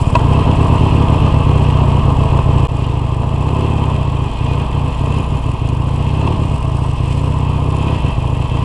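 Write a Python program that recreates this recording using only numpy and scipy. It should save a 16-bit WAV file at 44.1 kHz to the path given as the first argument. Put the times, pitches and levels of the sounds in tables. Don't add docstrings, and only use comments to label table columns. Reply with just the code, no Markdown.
import sys
import numpy as np
from scipy import signal
from scipy.fft import rfft, irfft
from scipy.io import wavfile
from scipy.ndimage import uniform_filter1d

SR = 44100
rng = np.random.default_rng(int(sys.argv[2]) if len(sys.argv) > 2 else 0)


def bounce(signal):
    frames = np.transpose(np.atleast_2d(signal))
    limited = np.clip(frames, -1, 1)
    pcm = np.round(limited * 32767).astype(np.int16)
    wavfile.write(sys.argv[1], SR, pcm)


def nominal_scale(level):
    x = np.asarray(level, float) / 20
    return 10 ** x


N = 381024
T = np.arange(N) / SR
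CUT_S = 2.6718
SECOND_CYLINDER = .445

# (time [s], speed [four-stroke cycles/s])
START_SPEED = [
    (-.04, 5.615),
    (.34, 16.333),
    (.757, 18.071),
    (1.411, 15.861),
    (2.68, 14.121),
]
# (time [s], speed [four-stroke cycles/s])
RIDE_SPEED = [(2.642, 13.455), (3.19, 13.221), (3.67, 18.015), (4.03, 14.71), (4.41, 13.089),
              (4.57, 15.405), (5.03, 15.036), (5.23, 16.988), (5.55, 12.282), (6.14, 16.021),
              (6.31, 18.602), (6.67, 14.081), (7.06, 13.817), (7.26, 15.799), (7.55, 15.502),
              (7.98, 17.246), (8.2, 13.484), (8.66, 13.733)]


def ring(modes):
    t = T[:SR // 4]
    return sum(gain * np.sin(2 * np.pi * hz * t) * np.exp(-np.log(1000) * t / t60) for hz, gain, t60 in modes)


def ring_db(modes):
    return ring([(hz, nominal_scale(db), t60) for hz, db, t60 in modes])


def strike(times, sizes, response):
    blows = np.zeros(N + SR)
    np.add.at(blows, np.clip((times * SR).astype(int), 0, N), sizes)
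    return signal.fftconvolve(blows, response)[:N]


def walk(rate):
    hold = int(SR / rate)
    levels = np.repeat(rng.standard_normal(N // hold + 1), hold)
    return 1.2 * uniform_filter1d(levels, hold)[:N]


def coloured(x, hz, power):
    ceps = irfft(.5 * np.log(power + 1e-14))
    ceps[1:len(ceps) // 2] *= 2
    ceps[len(ceps) // 2 + 1:] = 0
    y = signal.oaconvolve(x, irfft(np.exp(rfft(ceps))))[:N]
    return y / np.std(y)


def crank():
    margin = SR // 5
    long = np.arange(-margin, N + margin) / SR
    phases = []
    for curve, start_cycles in ((START_SPEED, -.386), (RIDE_SPEED, -1.023)):
        spun = np.cumsum(np.interp(long, *np.transpose(curve))) / SR
        phases.append(spun - np.interp(curve[0][0], long, spun) + start_cycles)
    cycles = np.arange(-3, 120)
    slots = np.sort(np.r_[cycles, cycles + SECOND_CYLINDER])
    first, second = (np.interp(slots, phase, long) for phase in phases)
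    early = (first > 0) & (first < CUT_S)
    late = (second > CUT_S - .02) & (second < N / SR)
    turns = np.where(long < CUT_S, *phases)[margin:margin + N]
    times = np.r_[first[early], second[late]]
    rear = np.r_[slots[early], slots[late]] % 1 > 0
    return turns, times, rear


def misfired(times):
    # (first [s], firings lost [count], step [firings])
    misfire_runs = [(.441, 5, 4), (1.069, 4, 4), (2.018, 4, 4), (2.677, 1, 1), (4.296, 3, 1), (4.648, 3, 1),
                    (4.911, 3, 1), (5.23, 3, 1), (5.392, 2, 1), (5.574, 1, 1), (6.367, 1, 1), (6.483, 1, 1),
                    (6.581, 2, 1), (6.966, 1, 1), (7.989, 2, 1), (8.114, 2, 1), (8.479, 1, 1)]
    lost = np.zeros(len(times), bool)
    for s, count, step in misfire_runs:
        lost[np.argmin(np.abs(times - s)) + step * np.arange(count)] = True
    return lost


def exhaust(times, rear, skipped, bark_db, growl_db, rear_db=1.8, scatter_db=.5, suck=.03):
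    # (frequency [Hz], signed gain [ratio], t60 [s])
    pipe_modes = [(47.6, -.456, .059), (93.3, 1.675, .0295), (141.9, -2.0, .0306), (161.8, .891, .037),
                  (275.6, .067, .057)]
    # (frequency [Hz], level [dB], t60 [s])
    bark_modes = [(270.5, -20, 0.022), (298.4, -25, 0.051), (384.3, -25.5, 0.076), (485, -34.5, 0.098)]
    fired = nominal_scale(rear_db * (rear - 1.5) + scatter_db * rng.standard_normal(len(times)))
    blow = np.where(skipped, -suck, fired)
    boom = strike(times - .0083, blow, ring(pipe_modes))
    bark = strike(times - .004, blow * nominal_scale(bark_db), ring_db(bark_modes[:2]))
    growl = strike(times - .004, blow * nominal_scale(bark_db + growl_db), ring_db(bark_modes[2:]))
    return boom + bark + growl


def intake(turns, revs, failing, rear_db=1.0):
    # (order [pulses/cycle], position of one crest [cycles], level [dB])
    throb_orders = [(3, .12, -11), (4, .052, -7), (9, .04, -12), (15, .98, -18), (16, .98, -15),
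                    (18, .98, -9.5), (20, .024, -15)]
    gulps = 0
    for start, db in ((0, 0), (SECOND_CYLINDER, rear_db)):
        lag = (turns - start) % 1
        ripple = .25 * np.cos(2 * np.pi * (lag - .1) / .105)
        draw = np.clip((lag - .03) / .07, 0, 1) * (.35 + 3 * lag + ripple)
        shut = 1 / (1 + np.exp(-(lag - .228) / .012))
        slam = shut * np.exp(-(lag - .25) / .13) * np.cos(2 * np.pi * (lag - .265) / .27)
        pump = np.exp(-(((lag + .5) % 1 - .49) / .045) ** 2)
        size = nominal_scale(db + .8 * rng.standard_normal(200))[np.floor(turns - start).astype(int) % 200]
        gulps = gulps + size * (1.3 * slam - draw * (1 - shut)) + .7 * pump
    throb = 0
    for order, crest, db in throb_orders:
        level = nominal_scale(db - 19 * failing * (order > 9))
        throb = throb + level * np.cos(2 * np.pi * order * (turns - crest))
    return 0.09 * (gulps + throb) * nominal_scale(.8 * np.minimum(revs, 0))


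def impacts(turns, column, steady_db, rate, spread_db, flicker_db):
    # (position [cycles], length [cycles], case level [dB], fin level [dB], valve gear level [dB])
    seatings = [
        (.0, 0.054, -7, -15, 8),
        (.15, 0.27, 3, -17, -14),
        (.30, 0.025, -14, 1, -0.5),
        (.45, 0.089, -8, -23, 6),
        (0.619, 0.0058, -9, 9.5, 5),
        (.70, 0.034, 8, 6, 10.5),
        (.88, 0.038, -2, -15.5, -4),
    ]
    crowd = nominal_scale(steady_db) ** 2
    for seating in seatings:
        lag = turns - seating[0] + .5
        size = nominal_scale(seating[column] + rng.standard_normal(200))[np.floor(lag).astype(int) % 200]
        crowd = crowd + size ** 2 * np.exp(-((lag % 1 - .5) / seating[1]) ** 2)
    hits = rng.random(N) < rate / SR
    grains = hits * rng.standard_normal(N) * nominal_scale(spread_db * rng.exponential(size=N))
    texture = grains / np.std(grains) + 1.24 * rng.standard_normal(N)
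    return np.sqrt(crowd) * nominal_scale(flicker_db * walk(9.2)) * texture


def clatter(turns, revs, head, case_db, fin_db, valve_db):
    # (frequency [Hz], density [dB/Hz])
    case_colour = [(120, -35), (200, 7.5), (274, 0), (347, -8), (387, -7), (490, -6), (535, -14),
                   (658, -6.5), (762, -13.5), (825, -7.5), (1040, -5), (1260, -17), (1420, -31),
                   (1560, -26.5), (2100, -37), (2730, -55), (4620, -120)]
    # (frequency [Hz], width [Hz], level [dB])
    fin_peaks = [(1928, 14, 3.5), (2190, 57, -13), (2474, 41, 6), (2662, 72, 12), (2846, 72, -2.5),
                 (3102, 240, 2), (3460, 38, -6), (4115, 34, -14.5), (4790, 51, -14)]
    # (frequency [Hz], width [Hz], level [dB])
    valve_peaks = [(5230, 1500, -7), (7070, 72, 0.5), (7700, 280, -1.5), (8325, 130, 2.5), (9520, 830, -11),
                   (10230, 200, -14.5)]
    hz = np.arange(4097) * SR / 8192 + 1e-3

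    def peaks(table):
        return sum(nominal_scale(db) ** 2 / (1 + (2 * (hz - f) / w) ** 2) ** 1.23 for f, w, db in table)

    def facing_db(swell_db, facing, beam):
        return swell_db * np.exp(-((head - facing) / beam) ** 2)

    case_hz, density_db = np.transpose(case_colour)
    body = nominal_scale(np.interp(np.log(hz), np.log(case_hz), density_db, -90, -90)) ** 2
    body /= 1 + (380 / hz) ** 3
    fin_floor = nominal_scale(-17.0) ** 2 / (1 + (hz / 3600) ** 6) / (1 + (1500 / hz) ** 10)
    valve_floor = nominal_scale(-15.0) ** 2 / (1 + (4000 / hz) ** 8)

    rattle = impacts(turns, 2, steady_db=8.5, rate=2500, spread_db=1.0, flicker_db=0.5)
    case = coloured(rattle, hz, body)
    taps = impacts(turns, 3, steady_db=4.5, rate=1500, spread_db=1.67, flicker_db=0.99)
    fins = 0
    for k, facing in enumerate((0.36, 0.88, 0.32)):
        level_db = .7 * walk(3.18) + facing_db(3.5, facing, .11) + 0.18 * revs * (3 - k)
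        fins = fins + nominal_scale(level_db) * coloured(taps, hz, peaks(fin_peaks[k::3]) + fin_floor / 3)
    seats = impacts(turns, 4, steady_db=-0.5, rate=4300, spread_db=0.2, flicker_db=0.9)
    valves = 0
    for k, facing in enumerate((.95, .45, .25)):
        level_db = .7 * walk(4) + facing_db(5, facing, .18)
        valves = valves + nominal_scale(level_db) * coloured(seats, hz, peaks(valve_peaks[k::3]) + valve_floor / 3)
    return nominal_scale(case_db + 1.0) * case + nominal_scale(fin_db - 6) * fins + nominal_scale(valve_db - 9.5) * valves


def knocks(rattle_s=0.00404):
    # (time [s], blow [dB], treble [dB])
    knock_events = [(0.1506, -20, -1), (.153, -15.5, 1.5), (0.162, -29, -10), (.2, -27, -9),
                    (.209, -31, -12), (1.343, -27, -2), (2.39, -29, -9), (3.233, -29, -10),
                    (5.885, -34, -6), (6.275, -29, 1.5), (6.784, -32, -8), (6.847, -36, 2),
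                    (7.268, -38, -7)]
    # (frequency [Hz], level [dB], t60 [s])
    frame_modes = [(678, -1, 0.036), (967, 4.5, 0.057), (1050, -0.5, 0.048), (1340, -8, .014),
                   (1930, -21.5, 0.085), (2613, 1, 0.012), (3180, -8, .012), (5300, -21, .006),
                   (7700, -24, 0.056)]
    s, db, treble_db = np.transpose(knock_events)
    lags = rng.exponential(size=(len(s), 10)) * rattle_s
    lags[:, 0] = 0
    times = (s[:, None] + lags).ravel()
    sizes = nominal_scale(db)[:, None] * rng.choice([-1, 1], lags.shape) * np.exp(-lags / rattle_s / 1.8)
    treble_sizes = sizes * nominal_scale(treble_db)[:, None]
    low = ring_db(frame_modes[:4])
    high = uniform_filter1d(ring_db(frame_modes[4:]), size=3)
    grit = ring([(4570, 0.67, 0.0065), (6350, .8, .005), (8200, 0.7, 0.0046), (10300, .4, 0.0044)])
    thuds = strike(times, sizes.ravel(), low)
    clicks = strike(times, treble_sizes.ravel(), high)
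    return thuds + clicks + strike(np.array([5.6895]), nominal_scale(-27.5), grit)


def scene():
    # (time [s], head turn [0-1])
    head_turn = [
        (0, 0),
        (3.0, 0.17),
        (4.3, 0.28),
        (4.62, 0.27),
        (5.6, 0.57),
        (6.3, .7),
        (7.05, 1),
        (7.8, 0.44),
        (8.64, 0.33),
    ]
    turns, times, rear = crank()
    skipped = misfired(times)
    speed = np.where(T < CUT_S, *(np.interp(T, *np.transpose(c)) for c in (START_SPEED, RIDE_SPEED)))
    revs = np.clip(speed, 8, 19) - 15
    head = np.interp(T, *np.transpose(head_turn))
    failing = np.interp(T, times + .015, skipped)

    # dB at idle, extra dB while starting, dB per cycle/s of revs, dB at full head turn, dB in a misfire
    controls = np.array([np.ones(N), T < CUT_S, np.maximum(revs, -3), head, failing])
    case_db = np.array([-26, 4, 0.71, -3, -1.5]) @ controls
    fin_db = np.array([-38, 3.5, 0.25, -1.2, -0.5]) @ controls
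    valve_db = np.array([-51.5, 4.5, 0.48, 6, -1.5]) @ controls
    breath_db = np.array([-13.5, 4.5, 0.2, 0.54, 2.7]) @ controls

    asleep_db = -1.5 * np.clip(1 - T / .13, 0, 1)
    starter_db = 11 * np.exp(-T / .29)
    bark_db = np.interp(times, T, 0.37 * revs - 3 * head)
    gain_of_revs = uniform_filter1d(np.gradient(speed), size=4000) * SR
    pull = np.clip(gain_of_revs / 5.2, 0, 1) * (1 - head) * np.clip(revs / 3, 0, 1) * (T > CUT_S)
    growl_db = 11 * np.interp(times, T, pull)

    air = exhaust(times, rear, skipped, bark_db, growl_db) + intake(turns, revs, failing)
    breath = nominal_scale(breath_db + 15.5) * air
    metal = clatter(turns, revs, head, case_db + asleep_db, fin_db + asleep_db, valve_db + starter_db)
    return (breath + metal + knocks())[None]


def band_limit(x):
    return signal.sosfilt(signal.butter(12, 12250, fs=SR, output="sos"), x)


def record(dry):
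    gap_s, fade_s = .009, .006
    cut = signal.sosfilt(signal.butter(1, 12, "high", fs=SR, output="sos"), dry)
    overload = np.tanh(0.94 * cut) / 0.84
    soft = signal.sosfilt(signal.butter(10, 10700, fs=SR, output="sos"), overload)
    fade_in = np.clip((T - CUT_S - gap_s) / fade_s, .004, 1)
    fade_out = np.clip((T[-1] - T) / 0.0018, 0, 1)
    return band_limit(soft * np.where(T < CUT_S, 1, fade_in) * fade_out)


dry = scene()
out = record(dry)
bounce(out)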